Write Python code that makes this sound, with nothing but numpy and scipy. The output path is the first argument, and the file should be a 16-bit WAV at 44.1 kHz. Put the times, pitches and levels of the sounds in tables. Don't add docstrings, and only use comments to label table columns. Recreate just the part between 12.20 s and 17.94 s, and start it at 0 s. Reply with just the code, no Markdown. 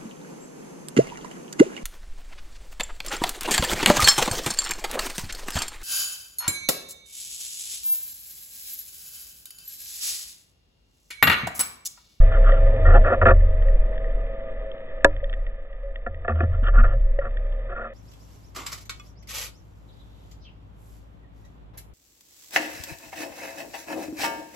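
import sys
import numpy as np
from scipy import signal
from scipy.fft import rfft, irfft
from scipy.io import wavfile

SR = 44100
rng = np.random.default_rng(int(sys.argv[2]) if len(sys.argv) > 2 else 0)


def generate_wav(signal):
    frames = np.transpose(np.atleast_2d(signal))
    scaled = np.clip(frames, -1, 1) * 32767
    pcm = np.round(scaled).astype(np.int16)
    wavfile.write(sys.argv[1], SR, pcm)


N = 252948
T = np.arange(N) / SR

# crest_s, level_db, swell_s, fade_s
ARM_PUSHES = [(0.02, -6, 0.035, .044), (0.256, -10, 0.098, .1), (0.455, -12, 0.064, .073),
              (0.739, -8, 0.086, .076), (1.189, -13.5, 0.13, .095), (1.46, -14.3, 0.085, .16),
              (1.89, -22.5, 0.091, .18), (2.387, -31, 0.057, 0.077), (3.13, -25, 0.19, .15),
              (3.63, -32.5, .09, .33), (4.5, -16, 0.12, .033), (4.609, -7.6, 0.053, .052),
              (4.818, -15.9, .1, .122), (5.18, -23.5, 0.11, .24)]
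# start_s, rise_s, flex_db, shudder_db, t60_s
GRIP_SHIFTS = [(0.0, 0.012, -28.5, -26.5, 1.3), (0.25, 0.21, -31, -29, 3.8), (0.58, 0.12, -16.5, -27, 0.86),
               (0.98, 0.07, -18.5, -22.5, .57), (1.04, .08, -16.5, -39, 1.1), (1.55, .25, -42.5, -51, 2.7),
               (3.86, .035, -37.5, -51.5, 2.2), (4.08, 0.068, -19.5, -47, 1.37),
               (4.19, .035, -19.5, -27.5, 1.1), (4.36, .3, -25.5, -35, 0.44),
               (4.66, 0.083, -36.5, -34, 0.48), (4.92, 0.14, -42, -45.5, 0.59),
               (5.2, 0.27, -52, -51.5, 1.6)]
# time_s, level_db
SURGE_CURVE = [(0.0, -26.5), (0.21, -41.5), (1.56, -21.5), (2.51, -41.5), (2.89, -25), (3.24, -35.5),
               (4.52, -38), (4.58, -25.5), (5.74, -48.5)]
# start_s, attack_s, length_s, mid_stroke_db, swell_db, weight_db, rasp_db
RUB_STROKES = [(0.115, .012, 0.058, -37.5, 5, -1, -15), (0.242, 0.0057, .054, -32.5, 11, -6, -15),
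               (0.324, .002, .055, -42, -5, 4, -10), (0.652, 0.0029, 0.083, -32, -1, 3, -19),
               (0.738, .003, 0.032, -31, 4, 8.5, -14), (0.841, .003, 0.1, -27.5, 5, 4.5, -23),
               (1.014, .001, 0.015, -25, -1, 6, -24), (1.055, .0004, .053, -19, -0.5, 2, -29),
               (4.153, .005, 0.087, -46, 3, 6.5, -12), (4.322, .003, 0.034, -50.5, -4.5, 3, -11.5),
               (4.432, 0.0033, .052, -37, 8.5, -2.5, -8.5), (4.539, 0.0068, 0.033, -36.5, 2.5, 1, -19),
               (4.585, .001, 0.024, -30, -1, -5.5, -22), (4.638, .001, 0.015, -30.5, -5.5, -0.5, -22),
               (4.663, .004, 0.075, -43.5, -5, 5, -13), (5.013, 0.0081, 0.06, -43, 3.5, 2.5, -22),
               (5.495, 0.0056, .033, -42, -0.5, 3, -22), (5.562, .006, .11, -42, -2, 2.5, -22)]
# crest_s, peak_db, width_s, pitch_hz
GLOVE_SQUEAKS = [(0.667, -23, 0.0092, 1835), (0.76, -17, 0.015, 692), (0.761, -22.5, 0.0094, 818),
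                 (1.099, -14, 0.0053, 1370), (4.482, -25.5, 0.0031, 1395), (4.586, -18, 0.0058, 1396),
                 (4.603, -30.5, 0.0085, 1400), (4.639, -21, 0.0043, 1385), (5.567, -31.5, 0.0097, 1410),
                 (5.617, -31, 0.0093, 1410)]
# start_s, heavy_db, light_db, chatter_s, loss_per_contact_db
GUN_KNOCKS = [(0.742, -16, -25, .02, -2.5), (1.014, -15, -22.5, .02, 6.5), (1.054, -11.5, -15.5, .062, 1),
              (3.863, -28, -29, .005, 0), (4.046, -31, -35, .005, 0), (4.079, -19.5, -21, .047, 4),
              (4.204, -26, -24, .005, 0), (4.231, -29, -33.5, .005, -1)]
# start_s, peak_db, contact_s, pitch_hz
SOFT_BUMPS = [(0.322, -17.5, 0.0037, 542), (0.936, -27.5, 0.018, 231), (1.06, -21.5, .015, 226.3),
              (3.866, -37, 0.0039, 230), (2.73, -38, .01, 560), (3.028, -24.5, 0.0067, 555.5),
              (3.63, -31, 0.028, 552.5), (4.09, -31, 0.029, 226.7), (4.205, -23, 0.0013, 352),
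              (4.229, -25, 0.0018, 241), (4.424, -31.5, 0.0026, 235), (4.576, -29, .03, 231.5),
              (4.733, -30.5, 0.014, 542), (4.987, -15.5, 0.0018, 553)]
# pitch_hz, width_hz, gain_db
HEAVY_MODES = [(228.4, 11, -9), (375, 20, -8), (478, 44, -8.5), (539.6, 33.4, -0.5), (681.7, 36, -1),
               (720, 40, -6), (826, 52, -19), (960, 40, -19)]
LIGHT_MODES = [(1146, 43, -5.5), (1217, 55, -4), (1380.5, 42.2, 2), (1741, 38, -2.5), (1880, 70, -10),
               (2565, 170, -21), (3160, 690, -35)]
RASP_BANDS = [(2670, 610, 0.5), (3280, 680, -3)]
# pitch_hz, level_db, t60_s
SNAP_RING = [(1420, -18.5, 0.045), (1703, 3, 0.027), (2527, -11.5, 0.023), (3500, -7, 0.011)]
REBOUND_RING = [(83, -31.5, 1.4), (301.6, -24, 0.18), (409, -21, .11), (470, -26, 0.066), (558, -6, 0.098),
                (645, -3.5, 0.04), (813, -39, 0.13), (965, -12, 0.063)]
# time_s, wash_db, fizz_db
SEA_CURVE = [(0, -33.5, -46.5), (0.6, -27.5, -48), (0.95, -30, -49.5), (1.15, -37, -53),
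             (1.75, -36.5, -54.5), (2.8, -41.5, -55.5), (3.45, -47.5, -61.5), (3.95, -47, -63),
             (4.25, -43.5, -57.5), (4.85, -46, -60), (5.45, -42, -57), (5.74, -48, -57)]
# start_s, body_db, edge_db
NEAR_TICKS = [(0.3184, -26.5, -47.5), (1.4222, -33.5, -52), (1.4834, -31, -61), (1.7777, -35, -50.5),
              (1.8422, -35, -61), (2.515, -43.5, -51), (2.579, -49.5, -51.5), (2.9633, -38.5, -53.5),
              (3.041, -37, -53), (3.0956, -38.5, -50), (3.1276, -30.5, -50), (3.136, -34, -46),
              (3.266, -33, -59), (3.7574, -34, -48), (3.944, -37, -70), (4.989, -27, -65),
              (5.1696, -34, -54)]
# pitch_hz, width_hz, gain_db
WALL_WASH_MODES = [(213, 44, -18), (490, 70, -10), (544, 13, 3.5), (652, 75, -15.5)]
WALL_FIZZ_MODES = [(906, 7.4, -8.5), (1225.5, 55, 0.5), (1750, 90, 0.5), (1991, 110, -1.5),
                   (2420, 160, -9.5), (3760, 1500, -15.5)]
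WALL_TICK_MODES = [(1250, 280, -17), (1874, 87, 7.5)]
WALL_EDGE_MODES = [(2550, 150, -4), (3246, 540, -1.5)]
# time_s, fundamental_hz, level_db
HUM_CURVE = [(0, 109.3, -38), (0.6, 107.8, -35), (1.2, 103.4, -41), (1.42, 106.7, -41), (1.6, 104.5, -42),
             (2.05, 110, -42), (2.7, 106.5, -47), (3.5, 108, -60), (4.25, 107.3, -48), (5.0, 103.5, -52),
             (5.74, 102.5, -52)]
# harmonic_number, level_db
HUM_HARMONICS = [(4, -14), (5, -10), (6, 0)]

SWAY_HZ, FLEX_HZ, SHUDDER_HZ = 32.3, 81.2, 104.4
SHUDDER_T60_SHARE, SHUDDER_REST_DB = .8, -62.5
RUB_RELEASE_S, CHATTER_GAP_S = .0065, .0135
SNAP_S, REBOUND_S = 2.8458, 2.8490
FAR_TICKS_PER_S, FAR_BODY_DB, FAR_EDGE_DB, FAR_SPREAD_DB = 3, -48, -61, 3
MUFFLE_CUT_HZ = 3650
SOFT_CEILING, PORT_LAG_S = .8, .00012
MIC_DULL_HZ, CUTOFF_HZ = 13000, 16000


def gun_rumble():
    push = np.max([from_db(db) * bell(crest_s, np.where(T < crest_s, swell_s, fade_s))
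                   for crest_s, db, swell_s, fade_s in ARM_PUSHES], axis=0)
    sway = push * bending_mode(SWAY_HZ, wander_hz=1.9, rate_hz=4, flutter_db=.6)
    surge_db, = curves(SURGE_CURVE)
    surge = from_db(surge_db + 2.5) * unit_rms(cut(cut(noise(), 15.7, "low", order=3), 3.5, "high"))
    eddies = from_db(-16) * push * unit_rms(cut(cut(noise(), 62, "low", order=5), 40, "high"))
    flex_size, shudder_size = np.zeros((2, N))
    for start_s, rise_s, flex_db, shudder_db, t60_s in GRIP_SHIFTS:
        flex_size = np.maximum(flex_size, from_db(flex_db) * rise_and_decay(start_s, rise_s, t60_s))
        jolt = from_db(shudder_db) * rise_and_decay(start_s, rise_s, SHUDDER_T60_SHARE * t60_s)
        shudder_size = np.maximum(shudder_size, jolt)
    shudder_size += from_db(SHUDDER_REST_DB)
    flex = flex_size * bending_mode(FLEX_HZ, wander_hz=1.2, rate_hz=5, flutter_db=.8)
    shudder = shudder_size * bending_mode(SHUDDER_HZ, wander_hz=5, rate_hz=18, flutter_db=1.5)
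    return sway + surge + eddies + flex + shudder


def bending_mode(hz, wander_hz, rate_hz, flutter_db):
    phase = 2 * np.pi * np.cumsum(hz + wander_hz * drift(rate_hz)) / SR
    return unit_rms(np.sin(phase) * from_db(flutter_db * drift(rate_hz)))


def rubbing():
    light, heavy, rough = np.zeros((3, N))
    for start_s, attack_s, length_s, db, swell_db, weight_db, rasp_db in RUB_STROKES:
        age = T - start_s
        gate = np.exp(np.minimum(age, 0) / attack_s - np.maximum(age - length_s, 0) / RUB_RELEASE_S)
        force = gate * from_db(db + swell_db * (np.clip(age / length_s, 0, 1) - .5))
        light += force
        heavy += force * from_db(weight_db)
        rough += force * from_db(rasp_db)
    slips = unit_rms(grains(per_s=2000, spread_db=.5) * from_db(2 * drift(110)))
    body = from_db(.5) * colour(slips * heavy, HEAVY_MODES)
    scrape = from_db(4) * colour(slips * light, LIGHT_MODES)
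    rasp = from_db(2) * colour(slips * rough, RASP_BANDS)
    return body + scrape + rasp


def glove_squeaks():
    wobbly_time = np.cumsum(1 + .014 * drift(70)) / SR
    return sum(from_db(db) * bell(crest_s, width_s) * np.sin(2 * np.pi * hz * wobbly_time)
               for crest_s, db, width_s, hz in GLOVE_SQUEAKS)


def knocks():
    heavy_hits, light_hits = [], []
    for start_s, heavy_db, light_db, chatter_s, loss_db in GUN_KNOCKS:
        for k in range(1 + int(chatter_s / CHATTER_GAP_S)):
            contact_s = start_s + k * CHATTER_GAP_S
            heavy_hits.append((contact_s, heavy_db - k * loss_db))
            light_hits.append((contact_s, light_db - k * loss_db))
    thud = strike(heavy_hits, HEAVY_MODES, vary_db=3, grit=.5, grit_s=.0057)
    clack = strike(light_hits, LIGHT_MODES, vary_db=1, grit=.99, grit_s=.0042)
    return from_db(1.5) * thud + from_db(7.5) * clack


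def bumps():
    out = np.zeros(N)
    for start_s, db, contact_s, hz in SOFT_BUMPS:
        age = np.maximum(T - start_s, 0)
        swell = (1 - np.exp(-age / contact_s)) * np.exp(-age / (.009 + .5 * contact_s))
        out += from_db(db) * swell / swell.max() * np.sin(2 * np.pi * hz * age)
    return out


def hard_snap():
    fade = (T > REBOUND_S) * np.exp(-np.abs(T - REBOUND_S) / .0041)
    chatter = from_db(-15.5) * colour(fade * noise(), LIGHT_MODES)
    return ring(SNAP_S, SNAP_RING) + ring(REBOUND_S, REBOUND_RING) + chatter


def snap_crack(width_s=.0009, top_hz=6300):
    bursts = sum(bell(start_s + 1.5 * width_s, width_s) for start_s in (SNAP_S, REBOUND_S))
    return from_db(-31.5) * bursts * unit_rms(cut(noise(), top_hz, "low", order=4))


def sea():
    wash_db, fizz_db = curves(SEA_CURVE)
    wash = from_db(wash_db) * colour(noise(), WALL_WASH_MODES)
    murmur = from_db(wash_db - 15) * unit_rms(cut(noise(), 580, "low"))
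    crackle = unit_rms(noise() + .5 * grains(per_s=500, spread_db=5))
    fizz = from_db(fizz_db + 5.5) * colour(crackle, WALL_FIZZ_MODES)
    return wash + murmur + fizz


def water_ticks():
    ticks = list(NEAR_TICKS)
    for _ in range(int(FAR_TICKS_PER_S * T[-1])):
        start_s = rng.uniform(0, T[-1] - .1)
        body_db, edge_db = rng.uniform(-FAR_SPREAD_DB, FAR_SPREAD_DB, 2) + (FAR_BODY_DB, FAR_EDGE_DB)
        ticks.append((start_s, body_db, edge_db))
    body = strike([(s, db) for s, db, _ in ticks], WALL_TICK_MODES, vary_db=0, grit=1.5, grit_s=.002)
    edge = strike([(s, db) for s, _, db in ticks], WALL_EDGE_MODES, vary_db=2.5, grit=4.3, grit_s=.0015)
    return from_db(3) * body + from_db(17) * edge


def far_hum():
    hz, level_db = curves(HUM_CURVE)
    phase = 2 * np.pi * np.cumsum(hz * (1 + .002 * drift(8))) / SR
    drone = sum(from_db(db + 2 * drift(5)) * np.sin(k * phase) for k, db in HUM_HARMONICS)
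    return from_db(level_db) * np.sqrt(2) * drone


def strike(hits, modes, vary_db, grit, grit_s):
    times, levels = np.transpose(hits)
    scatter_db = vary_db * rng.standard_normal((len(times), len(modes)))
    age = np.arange(SR // 20) / SR
    skids = rng.standard_normal((len(times), len(age))) * np.exp(-age / grit_s)
    skids *= grit / np.linalg.norm(skids, axis=1, keepdims=True)
    skids[:, 0] += 1
    out = np.zeros(N)
    for k, mode in enumerate(modes):
        force = np.zeros(N)
        for at, db, skid in zip((times * SR).astype(int), levels + scatter_db[:, k], skids):
            force[at:at + len(skid)] += from_db(db) * skid
        out += (-1) ** k * resonate(force, [mode])
    impulse_peak = np.abs(resonate(signal.unit_impulse(SR // 20), modes)).max()
    return out / impulse_peak / np.hypot(1, grit)


def resonate(force, modes):
    out = 0
    for k, (hz, width_hz, db) in enumerate(modes):
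        r = np.exp(-np.pi * width_hz / SR)
        poles = [1, -2 * r * np.cos(2 * np.pi * hz / SR), r * r]
        band = (1 - r * r) / 2 * signal.lfilter([1, 0, -1], poles, force + 1e-18)
        out += (-1) ** k * from_db(db) * band
    return out


def colour(force, modes):
    return resonate(force, modes) / np.linalg.norm(resonate(signal.unit_impulse(SR // 5), modes))


def ring(start_s, modes):
    age = np.maximum(T - start_s, 0)
    return sum(from_db(db - 60 * age / t60_s) * np.sin(2 * np.pi * hz * age) for hz, db, t60_s in modes)


def grains(per_s, spread_db):
    sizes = from_db(spread_db * np.minimum(rng.exponential(1, N), 4))
    signs = rng.choice([-1, 1], N)
    return unit_rms(sizes * signs * (rng.random(N) < per_s / SR))


def drift(rate_hz):
    hop, run_in = 40, 2000
    r = np.exp(-2 * np.pi * rate_hz * hop / SR)
    steps = rng.standard_normal(N // hop + run_in + 2)
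    slow = signal.lfilter([1], [1, -2 * r, r * r], steps)[run_in:]
    return np.interp(np.arange(N) / hop, np.arange(len(slow)), unit_rms(slow))


def rise_and_decay(start_s, rise_s, t60_s):
    age = T - start_s
    return np.clip(age / rise_s, 0, 1) * from_db(-60 * np.maximum(age - rise_s, 0) / t60_s)


def bell(crest_s, width_s):
    return np.exp(-.5 * ((T - crest_s) / width_s) ** 2)


def curves(rows):
    times, *columns = np.transpose(rows)
    return [np.interp(T, times, column) for column in columns]


def cut(x, hz, kind, order=2):
    return signal.sosfilt(signal.butter(order, hz, kind, fs=SR, output="sos"), x + 1e-18)


def noise():
    return rng.standard_normal(N)


def unit_rms(x):
    return x / np.sqrt(np.mean(x ** 2) + 1e-20)


def from_db(db):
    return 10 ** (np.asarray(db) / 20)


def scene():
    handling = gun_rumble() + rubbing() + glove_squeaks() + knocks() + bumps()
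    shaking = handling + sea() + water_ticks() + far_hum()
    rounded = shaking / (1 + (shaking / SOFT_CEILING) ** 8) ** (1 / 8)
    inside = cut(rounded, MUFFLE_CUT_HZ, "low", order=26) + hard_snap()
    inside *= np.clip(np.minimum(T, T[-1] - T) / .004, 0, 1)
    bin_hz = np.arange(N // 2 + 1) * SR / N
    left = irfft(rfft(inside) * np.exp(-2j * np.pi * bin_hz * PORT_LAG_S), N)
    return np.array([left, inside]) + snap_crack()


def record(dry):
    overloaded = cut(np.clip(dry, -1, 1), MIC_DULL_HZ, "low", order=3)
    return cut(overloaded + from_db(-101) * noise(), CUTOFF_HZ, "low", order=12)


dry = scene()
out = record(dry)
generate_wav(out)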